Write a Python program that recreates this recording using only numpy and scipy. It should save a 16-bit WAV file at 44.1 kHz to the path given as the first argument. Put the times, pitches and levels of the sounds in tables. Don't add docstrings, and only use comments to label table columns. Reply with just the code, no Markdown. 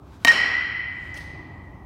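import sys
import numpy as np
from scipy import signal
from scipy.fft import irfft
from scipy.io import wavfile

SR = 44100
rng = np.random.default_rng(int(sys.argv[2]) if len(sys.argv) > 2 else 0)


def gain_from_db(level_db):
    decades = np.asarray(level_db, float) / 20
    return 10 ** decades


def persist_wave(psi):
    counts = np.round(np.clip(psi, -1, 1) * 32767).astype(np.int16)
    wavfile.write(sys.argv[1], SR, np.atleast_2d(counts).T)


N = 81585
T = np.arange(N) / SR
HIT_S = .2484

# t/s, level/dB
RUMBLE_SWELL = [(0, -43), (.4, -45.5), (.8, -43.5), (1.1, -41.5), (1.35, -38.5), (1.6, -39.5), (1.85, -41)]
# f/Hz, density/dB per Hz
RUMBLE_COLOUR = [(15, -62.5), (25, -4), (86, -2.5), (252, -16), (312, -9.5), (441, -25.5), (918, -20),
                 (1030, -17), (2500, -83), (3250, -81.5), (5500, -120)]
# t/s, level/dB
SWISH_SWELL = [(0, -71), (.07, -62), (.1, -61), (.15, -56), (.19, -61.5), (.245, -51.5), (.3, -88.5),
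               (.85, -73), (1.05, -55.5), (1.3, -69.5), (1.85, -70)]
# f/Hz, density/dB per Hz
SWISH_COLOUR = [(710, -34), (1200, 9), (1440, 11), (1570, -1.5), (1980, 1.5), (3910, -2), (16000, -20.5)]
# f/Hz, t60/s
HALL_T60 = [(150, 2.1), (500, 1.3), (1200, 1.6), (2000, 2.36), (3000, 1.677), (5000, 1.04), (8000, 0.62),
            (15000, 0.21)]
# delay/s, level/dB, low-pass f/Hz, smear/s
ECHOES = [
    (.0042, -9, 9000, .0004),
    (.0247, -1, 2200, .0006),
    (.0325, -4, 9000, .0012),
    (.07, -12, 5000, .002),
]
# t/s, level/dB
CLATTER_SWELL = [(1.141, -90), (1.143, -47), (1.16, -48), (1.177, -42), (1.2, -52), (1.215, -51),
                 (1.26, -64), (1.36, -90)]
# f/Hz, density/dB per Hz
CLATTER_COLOUR = [(1500, 3), (2400, -4), (3300, -1.5), (4500, -5.5), (6000, -9), (8000, -15), (11000, -19),
                  (15000, -19)]
# t/s, level/dB
KNOCKS = [
    (1.1425, -39),
    (1.170, -43),
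    (1.175, -35),
]
# f/Hz, level/dB, t60/s
FRAME_MODES = [(600, -8, .03), (2400, -6, .008), (3200, -2, .015), (5800, -5, .005), (7400, -5, .005),
               (12000, -16, .004)]
# f/Hz, level/dB
BLOW_COLOUR = [(150, -5), (500, -2), (1200, 3.5), (2300, 6.5), (3600, -12), (6500, -6), (9000, -13),
               (15000, -17)]
# f/Hz, level/dB, t60/s
TAIL_MODES = [(3137, -39, 0.011), (4116, -45.5, 0.0079), (5540, -42.5, 0.0087)]
# t/s, f/Hz, level/dB
PING = [
    (.252, 1850, -26),
    (.266, 1868, -17),
    (.279, 1868, -22),
    (.284, 1869, -7),
    (.312, 1870, -8),
    (.318, 1870, -19),
    (.34, 1900, -30),
    (.4, 2020, -25),
    (.47, 1920, -32),
]
# f/Hz, level/dB, t60/s
BARREL_MODES = [(275, -19, .045), (710, -19, .035), (1170, -19, .035), (1830, -9, .03), (2300, -4, .009),
                (3080, -13, .045), (3800, -14, .025), (4630, -21, .02), (5400, -23, .025),
                (6200, -20, .012), (7100, -24, .012), (8600, -23, .006), (12800, -18, .003),
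                (930, -19, .03)]


def at_hz(points, hz):
    table_hz, values = np.transpose(points)
    return np.interp(np.log(hz), np.log(table_hz), values)


def in_time(rows):
    s, *columns = np.transpose(rows)
    return [np.interp(T, s, column) for column in columns]


def butter(x, order, hz, kind):
    return signal.sosfilt(signal.butter(order, hz, kind, fs=SR, output="sos"), x)


def drift(rate):
    r = np.exp(-80 * np.pi * rate / SR)
    white = rng.standard_normal(N // 40 + 2002)
    slow = signal.lfilter([1], [1, -2 * r, r * r], white)[2000:]
    return np.interp(np.arange(N) / 40, np.arange(len(slow)), slow / slow.std())


def bands(gain, white=None):
    edges = 20 * 2 ** np.arange(0, 10.1, 1 / 3)
    if white is None:
        white = rng.standard_normal((2, N + 8000))
    out = 0
    for k, (lo, hi) in enumerate(zip(edges, edges[1:])):
        band = butter(white[k % 2], 3, [lo, hi], "band")[-N:]
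        out = out + gain(np.sqrt(lo * hi)) * band
    return out


def steady(colour, patchy_db, white=None):
    lo, hi = colour[0][0], colour[-1][0]

    def gain(hz):
        octaves_outside = np.log2(max(lo / hz, hz / hi, 1))
        return gain_from_db(at_hz(colour, hz) + patchy_db * drift(4.65) - 14 * octaves_outside)

    x = bands(gain, white)
    return x / x.std()


def strike(modes, hits, scatter_db):
    s, hit_db = np.transpose(hits)
    chance = rng.standard_normal((len(modes), len(s)))
    out = 0
    for k, (hz, level_db, t60) in enumerate(modes):
        clicks = np.full(N, 1e-18)
        sign = (-1) ** k
        clicks[(s * SR).astype(int)] = sign * gain_from_db(hit_db + level_db + scatter_db * chance[k])
        r, w = gain_from_db(-60 / (t60 * SR)), 2 * np.pi * hz / SR
        out = out + signal.lfilter([0, np.sin(w)], [1, -2 * r * np.cos(w), r * r], clicks)
    return out


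def hiss():
    return gain_from_db(-79) * rng.standard_normal(N)


def rumble():
    return gain_from_db(in_time(RUMBLE_SWELL)[0]) * steady(RUMBLE_COLOUR, patchy_db=1.0)


def swish():
    return gain_from_db(in_time(SWISH_SWELL)[0]) * steady(SWISH_COLOUR, patchy_db=1.5)


def hall(x):
    delay_s, rise_s = .012, .012
    swell = 1 - np.exp(-np.maximum(T - delay_s, 0) / rise_s)
    tail = swell * bands(lambda hz: gain_from_db(-60 * T / at_hz(HALL_T60, hz)))
    return signal.fftconvolve(x, tail)[:N]


def echoes(x):
    out = 0
    for delay, db, hz, smear_s in ECHOES:
        smear = rng.standard_normal(500) * np.exp(-T[:500] / smear_s)
        late = np.interp(T - delay, T, x, left=0)
        dull = butter(late, 1, hz, "low")
        out = out + gain_from_db(db) * np.convolve(dull, smear / np.linalg.norm(smear))[:N]
    return out


def clatter():
    ticks_per_s, spread_db = 9000, 1.5
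    happens = rng.random((2, N)) < ticks_per_s / SR
    strength = rng.standard_normal((2, N)) * gain_from_db(spread_db * rng.exponential(1, (2, N)))
    ticks = happens * strength + 1e-18
    return gain_from_db(in_time(CLATTER_SWELL)[0]) * steady(CLATTER_COLOUR, patchy_db=6.5, white=ticks)


def far_knock():
    return strike(FRAME_MODES, KNOCKS, scatter_db=3)


def blow_to_walls():
    shape = irfft(gain_from_db(at_hz(BLOW_COLOUR, np.linspace(1, SR / 2, 513))))
    click = np.zeros(N)
    click[int(HIT_S * SR) + np.arange(-512, 512)] = np.roll(shape, 512)
    return gain_from_db(-17.5) * click + strike(TAIL_MODES, [(HIT_S, 0)], scatter_db=8)


def ping_to_walls():
    rest_hz, second_hz, second_db = 1945, 3130, 0
    swing_hz, half_turn_s = 80, .24
    rise_s, t60_s = .06, 0.97
    t = np.maximum(T - HIT_S, 0)
    pitch_ratio = 1 - swing_hz / rest_hz * np.cos(np.pi * t / half_turn_s)
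    bent_time = np.cumsum(pitch_ratio) / SR
    hoop = np.sin(2 * np.pi * rest_hz * bent_time)
    second = gain_from_db(second_db - 200 * t) * np.sin(2 * np.pi * second_hz * bent_time)
    return (1 - np.exp(-(t / rise_s) ** 2)) * gain_from_db(-60 * t / t60_s) * (hoop + second)


def ping():
    wobble_db, fade_db_per_s = 1.0, 150
    hz, db = in_time(PING)
    db = db + wobble_db * drift(84) - fade_db_per_s * np.maximum(T - PING[-1][0], 0)
    tone = np.sin(2 * np.pi * np.cumsum(hz) / SR)
    return (T > HIT_S) * np.sqrt(2) * gain_from_db(db) * tone


def puff():
    level_db, t60_s = -13, 0.028
    t = T - HIT_S
    fade = (t > 0) * gain_from_db(level_db - 60 * np.maximum(t, 0) / t60_s)
    return butter(fade * rng.standard_normal(N), 1, [294, 6800], "band")


def crack():
    u = (T - HIT_S) / .00004
    snap = gain_from_db(-4) * (u * u - 1) * np.exp(-u * u / 2)
    x = snap + puff() + strike(BARREL_MODES, [(HIT_S, 0)], scatter_db=0)
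    return butter(x, 2, 120, "high")


def scene():
    hit, knock, rattle = crack(), far_knock(), clatter()
    thin_rattle = butter(rattle, 1, 3546, "high")
    bat_send = blow_to_walls() + gain_from_db(-47) * ping_to_walls()
    frame_send = gain_from_db(-45) * knock + gain_from_db(-34.5) * thin_rattle
    wet = hall(bat_send + frame_send)
    background = rumble() + swish() + hiss()
    return (background + wet + knock + rattle + echoes(hit) + ping() + hit)[None]


def top_cut(x):
    return signal.sosfilt(signal.butter(12, 17080, fs=SR, output="sos"), x)


def record(dry):
    x = butter(dry, 4, 54, "high")
    x = .85 * np.tanh(x / .85)
    x = signal.sosfilt(signal.cheby2(12, 60, 16400 * 1.04, fs=SR, output="sos"), x)
    return top_cut(x)


dry = scene()
out = record(dry)
persist_wave(out)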